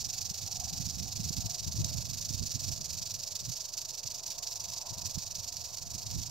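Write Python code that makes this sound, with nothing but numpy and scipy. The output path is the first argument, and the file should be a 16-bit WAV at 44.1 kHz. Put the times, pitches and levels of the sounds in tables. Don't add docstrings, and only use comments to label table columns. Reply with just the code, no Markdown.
import sys
import numpy as np
from scipy import signal
from scipy.fft import rfft, irfft, next_fast_len
from scipy.io import wavfile
from scipy.ndimage import uniform_filter1d, map_coordinates

SR = 44100
rng = np.random.default_rng(int(sys.argv[2]) if len(sys.argv) > 2 else 0)


def put_to_file(sound):
    columns = np.atleast_2d(sound).T
    safe = np.clip(columns, -1, 1)
    whole_steps = np.round(safe * 32767)
    wavfile.write(sys.argv[1], SR, whole_steps.astype(np.int16))


def undo_db(level):
    steps = np.asarray(level, float) / 20
    return 10 ** steps


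N = 278094

# time in s, hum level in dB, upper band over the hum in dB, hum centre in Hz.
ROAD = [
    (0.0, -64, -15, 737),
    (0.7, -61, -7, 735),
    (1.4, -62.5, -10, 715),
    (1.7, -62, -5.5, 660),
    (2.6, -63, -6, 653),
    (3.6, -64.5, -2, 637),
    (4.6, -62, 2, 682),
    (5.7, -62.5, -3, 680),
    (6.3, -65, -1.5, 732),
]
# centre in Hz, width in Hz.
HUM_BANDS = [(620, 117), (700, 107), (780, 62)]
# frequency in Hz, gain in dB.
HUSH = [(40, -25), (300, -7), (500, -1), (1100, -7), (1500, -15), (2000, -19), (3500, -24), (8000, -40),
        (16000, -40)]
# frequency in Hz, gain in dB.
BUFFET = [(15, -52), (30, 3), (60, -0.5), (105, 4.5), (170, -7), (260, -20), (400, -37.5), (1000, -54)]
# time in s, left level in dB, right level in dB.
BREEZE = [(0.0, -59.5, -40.5), (0.2, -63.0, -48.2), (0.55, -66, -50.5), (0.75, -50, -53), (1.3, -63, -38.5),
          (1.62, -47.5, -55), (1.76, -53, -34), (2.1, -55, -41), (2.45, -59, -49), (2.9, -52.5, -49),
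          (3.2, -57, -53.5), (3.55, -57, -63), (3.75, -61, -56), (4.8, -64.5, -55), (5.1, -58, -55),
          (5.75, -59.9, -48.8), (6.1, -56, -47.5), (6.3, -55, -45)]
# time in s, peak in dB, half length in ms.
PUFFS_LEFT = [(0.061, -48, 16), (0.31, -36, 7.4), (0.389, -47, 28), (0.609, -44, 14), (0.653, -41, 11),
              (0.725, -40, 22), (0.881, -58, 28.0), (0.953, -47.7, 10.0), (1.131, -49.6, 18.0),
              (1.247, -43, 66), (1.455, -29, 15.3), (1.682, -37, 21), (1.811, -32, 34), (1.917, -46, 41),
              (2.184, -53, 11.0), (2.264, -50, 35), (2.396, -47, 26), (2.504, -46, 9.5), (2.804, -47, 15),
              (3.018, -43, 10), (3.452, -51, 50.0), (4.644, -52, 47.0), (4.922, -38.5, 15), (4.98, -40, 16),
              (5.308, -56, 13), (5.868, -45, 7.2), (6.058, -43.8, 17), (6.172, -43, 41)]
# time in s, peak in dB, half length in ms.
PUFFS_RIGHT = [(0.071, -40, 3.8), (0.446, -42.6, 29), (0.601, -46, 17), (0.638, -43, 8.3),
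               (0.696, -47, 28.0), (0.855, -36, 61), (1.015, -43, 57), (1.174, -43, 12), (1.31, -32, 5.6),
               (1.393, -42, 24), (1.508, -52, 22.0), (1.786, -52, 60), (1.967, -44.4, 20.0),
               (2.056, -53, 10.0), (2.306, -33, 8.7), (2.349, -35.6, 7), (2.409, -34, 48),
               (2.559, -37.5, 13.0), (2.684, -39, 71), (3.027, -54, 51), (3.494, -41, 37),
               (4.055, -46.3, 8.8), (4.716, -51, 34), (5.05, -41, 36), (5.174, -36.5, 21),
               (5.397, -43.5, 23), (5.956, -39.6, 9.2), (6.178, -33, 36)]
# time in s, lag in ms, strength in dB.
TAIL = [(0.0, 11.5, -37), (0.379, 9.5, -37), (0.59, 18.5, -37), (0.883, 21, -37), (1.051, 34, -38.5),
        (1.387, 29, -36), (1.638, 45.5, -38.5), (2.061, 44.5, -38), (2.227, 29.2, -36.5),
        (2.774, 43, -36.5), (3.824, 38.5, -39), (3.993, 40.5, -39), (4.37, 20.5, -36), (4.664, 30.5, -39),
        (5.376, 20.5, -38.5), (5.841, 27.5, -40.5), (6.176, 15.5, -39), (6.303, -5.5, -33.5)]
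# time in s, level over the usual in dB, length over the usual (ratio).
ODD_SWINGS = [(0.425, -0.5, 1.3), (0.471, 0.0, 1.3), (0.947, -1.7, 1.48), (1.037, 0, 1.37),
              (1.853, 3.5, 1.2), (2.386, -1.7, 1.34), (2.435, -3, 0.9), (2.771, -3, 1.37),
              (2.815, -3.5, 0.69), (3.199, -2.5, 0.9), (3.361, 2, 0.73), (3.454, -0.5, 1.18),
              (3.495, -1.3, 0.78), (3.694, -3.5, 0.94), (3.78, 3.5, 0.65), (3.856, -1.5, 0.61),
              (3.898, 1.2, 1.17), (4.038, -1.4, 0.58), (4.189, -3, 1.1), (4.237, -4.5, 0.66),
              (4.354, -7.5, 1.24), (4.387, -3, 0.64), (4.866, -2, 0.72), (5.016, -1, 0.4), (5.063, 4, 1.11),
              (5.65, 1.5, 1.02), (5.698, -2.7, 1.36), (5.867, -2.7, 1.16), (6.269, -5.5, 0.9),
              (6.298, -14, 0.35)]
CRACKS = [0.342, 0.6, 0.73, 1.027, 1.367, 1.844, 2.212, 2.289, 2.596, 2.931, 2.974, 3.353, 3.395, 3.775,
          4.262, 4.305, 4.428, 4.469, 4.601, 5.014, 5.185, 5.35, 5.525, 5.643]
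# frequency in Hz,
# left gain in dB, right gain in dB.
SHELL = [(1300, -29.5, -27.7), (2000, -29.5, -29.4), (2550, -19.6, -18.9), (3300, -17.3, -21.5),
         (3950, -8.1, -10.8), (4750, -6.7, -1.5), (5150, -7.8, -1.2), (5950, -3.3, -0.4),
         (6500, -13.1, 0.7), (6700, -14.3, -0.3), (7700, -14.0, -13.7), (8600, -21.6, -20.9),
         (9500, -26.5, -28.1), (10000, -24.4, -26.4), (10600, -27.7, -20.0), (11300, -23.8, -17.8),
         (12200, -21.2, -15.8), (13100, -22.0, -21.1), (13900, -22.4, -19.0), (14500, -24.0, -22.3),
         (15100, -20.0, -19.4), (15700, -20.9, -20.0)]
# frequency in Hz, shared power (0 to 1).
ALIKE = [(1300, 0.6), (2500, .95), (4500, .9), (6500, 0.7), (8500, .95), (9700, 0.4), (12000, 0.8),
         (15500, 0.45)]
# frequency in Hz, phase in radians.
LEAD = [(0, 0), (1120, 1.0), (2070, -0.1), (3270, 0.8), (4130, -0.7), (5430, -0.1), (6290, -1.8),
        (7490, 0.5), (8870, 0.1), (9220, 0.6), (10100, 5.0), (11400, 7.0), (13900, 6.9), (15900, 7.7)]


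def unit(x):
    return x / np.sqrt(np.mean(x ** 2) + 1e-20)


def along(points, hz):
    f, *cols = np.transpose(points)
    return np.array([np.interp(np.log(hz + 1), np.log(f + 1), c) for c in cols])


def curves(rows):
    s, *cols = np.transpose(rows)
    t = np.arange(N) / SR
    return [np.interp(t, s, c) for c in cols]


def wobble(rate):
    knots = rng.standard_normal((2, 3000))
    return np.array([map_coordinates(k, [np.arange(N) * rate / SR]) for k in knots])


def filtered(x, response):
    size = 2 * next_fast_len(N // 2 + 4096)
    spectrum = rfft(x, size) * response(np.fft.rfftfreq(size, 1 / SR))
    return irfft(spectrum, size)[..., :N]


def roar(hz, width_hz, alike):
    noise = rng.standard_normal((3, N))
    mixed = np.sqrt(alike) * noise[0] + np.sqrt(1 - alike) * noise[1:]
    lean = np.exp(1j * 0.31 * np.array([[1], [-1]]))

    def peak(f):
        damping = (f * width_hz) ** 2
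        return lean * damping / ((hz * hz - f * f) ** 2 + damping)

    return unit(filtered(mixed, peak))


def distance():
    hum_db, upper_db, hum_hz = curves(ROAD)
    centres = [hz for hz, _ in HUM_BANDS]
    shares = [np.sqrt(np.interp(hum_hz, centres, one)) for one in np.eye(len(HUM_BANDS))]
    hum = sum(share * roar(*band, alike=1.0) for share, band in zip(shares, HUM_BANDS))
    upper = undo_db(upper_db) * roar(hz=933, width_hz=193, alike=0.58)
    road = undo_db(hum_db + 2.1 * wobble(7)[0]) * (hum + upper)
    noise = rng.standard_normal((3, N))
    hush = filtered(0.68 * noise[0] + 0.65 * noise[1:], lambda hz: undo_db(along(HUSH, hz)))
    return road + undo_db(-62.5) * unit(hush)


def eddies(stretch, size=1500):
    x = unit(filtered(rng.standard_normal((2, N)), lambda hz: undo_db(along(BUFFET, hz / stretch))))
    power = np.abs(uniform_filter1d(x ** 2, size))
    return unit(x / np.sqrt(power + 0.1))


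def puffs(rows):
    t = np.arange(0, N, 32) / SR
    s, db, half_ms = np.transpose(rows)[:, :, None]
    bells = undo_db(db) * np.exp(-((t - s) * 1000 / half_ms) ** 2)
    return np.interp(np.arange(N) / SR, t, np.sum(bells, 0))


def wind():
    breeze = undo_db(np.array(curves(BREEZE)) + 3.8 * np.tanh(wobble(18)))
    push = breeze + [puffs(PUFFS_LEFT), puffs(PUFFS_RIGHT)]
    level_db = 20 * np.log10(push) + 3.0 * np.tanh(wobble(40))
    high_gain = undo_db(-11 + 0.42 * (level_db + 43.5))
    gust = undo_db(level_db + 2.0) * (eddies(0.92) + high_gain * eddies(1.55))
    return filtered(gust, lambda hz: hz ** 3 / (hz ** 3 + 52 ** 3))


def swings():
    swings_per_s, usual_rise_ms, usual_fall_ms = 23.8, 9, 12
    beat = np.arange(int(N / SR * swings_per_s) + 1) / swings_per_s
    s, lag_ms, tail_db = np.transpose(TAIL)
    time = beat + np.interp(beat, s, lag_ms) / 1000
    db = np.interp(beat, s, tail_db)

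    def nearest(moments):
        return np.abs(time - moments[:, None]).argmin(1)

    odd_s, odd_db, odd_length = np.transpose(ODD_SWINGS)
    crack_s = np.array(CRACKS) + 5.5 / 1000
    odd, crack = nearest(odd_s), nearest(crack_s)
    stray = rng.standard_normal((len(beat), 4))
    stray[odd] = 0
    stray[crack, ::2] = 0
    length = np.exp(0.06 * stray[:, 3])
    time[odd] = odd_s
    db[odd] += odd_db
    length[odd] = odd_length ** 1.2
    lean = np.exp(0.2 * stray[:, 2])
    rise_ms = usual_rise_ms * length * lean
    fall_ms = usual_fall_ms * length / np.sqrt(lean)
    time[crack] = crack_s
    rise_ms[crack] = usual_rise_ms * 0.6
    fall_ms[crack] *= 1.45
    stray_ms, stray_db = 1.2 * stray[:, 0], 0.58 * stray[:, 1]
    return np.array([time + stray_ms / 1000, db + stray_db, rise_ms, fall_ms])


def clicks(count, ring_ms, scatter_db, clack_db, size=20):
    s, db, rise_ms, fall_ms = swings()[:, :, None]
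    place = np.linspace(-1, 1, count) + rng.uniform(-1, 1, (len(s), count)) / count
    place = 1.6 * place + 0.9 * place ** 5
    late_ms = place * np.where(place < 0, 0.85 * rise_ms, 0.62 * fall_ms)
    start = np.clip(np.round((s + late_ms / 1000) * SR), 0, N - 1).astype(int)

    bunching = np.tanh(np.sum([wobble(rate)[0][start] for rate in (110, 240)], 0))
    chance_db = scatter_db * rng.uniform(-1.3, 1, start.shape)
    share = undo_db(clack_db * bunching + chance_db - 0.63 * place ** 2 * np.abs(place))
    share = share / np.linalg.norm(share, axis=1, keepdims=True)
    strength = (start > 0) * (start < N - 1) * undo_db(db) * share

    n = np.arange(size)
    fade = np.exp(-n / SR / (ring_ms / 1000))
    at = (start[..., None] + n).ravel()
    turn = 2 * np.pi * rng.uniform(0, SR / 2, start.shape + (1,)) * n / SR
    takes = []
    for phase in rng.uniform(0, 2 * np.pi, (3,) + start.shape + (1,)):
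        rings = strength[..., None] * fade * np.sin(turn + phase)
        takes.append(np.bincount(at, rings.ravel(), N + size)[:N])
    return np.array(takes)


def scatter(x, t60):
    keep = undo_db(-120 / (t60 * SR))
    power = signal.lfilter([1 - keep], [1, -keep], np.mean(x ** 2, 0))
    return np.sqrt(power) * rng.standard_normal(x.shape)


def ports(shared, own, alike):
    def share(hz):
        return np.clip(alike(hz), 0, 1)

    common = filtered(shared, lambda hz: np.sqrt(share(hz)))
    return common + filtered(own, lambda hz: np.sqrt(1 - share(hz)))


def causal(db):
    cepstrum = irfft(db * np.log(10) / 20)
    half = cepstrum.shape[-1] // 2
    cepstrum[..., 1:half] *= 2
    cepstrum[..., half + 1:] = 0
    return np.exp(rfft(cepstrum))


def rattle():
    shower = clicks(count=330, ring_ms=0.12, scatter_db=6.5, clack_db=2.5)
    shower = shower + undo_db(-9.5) * scatter(shower, t60=0.014)
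    shower = shower + undo_db(-9.5) * scatter(shower, t60=0.26)
    pair = ports(shower[0], shower[1:], lambda hz: along(ALIKE, hz))

    def response(hz):
        low_cut_db = 18 * np.log2(np.clip(1300 / (hz + 30), 1, None))
        gain_db = along(SHELL, hz) - low_cut_db
        mean_db = gain_db.mean(0)
        lead = np.exp(0.5j * along(LEAD, hz) * [[1], [-1]])
        return undo_db(gain_db - mean_db) * lead * causal(mean_db)

    return undo_db(39.5) * filtered(pair, response)


def scene():
    return distance() + wind() + rattle()


def roll_off(x):
    return signal.sosfilt(signal.butter(12, 16370, fs=SR, output="sos"), x)


def record(dry):
    def edge(hz):
        return undo_db(np.interp(hz, (15700, 15900), (0, -30))) * (hz < 15900)

    mix = filtered(dry, edge) - 0.0006
    return roll_off(mix)


dry = scene()
out = record(dry)
put_to_file(out)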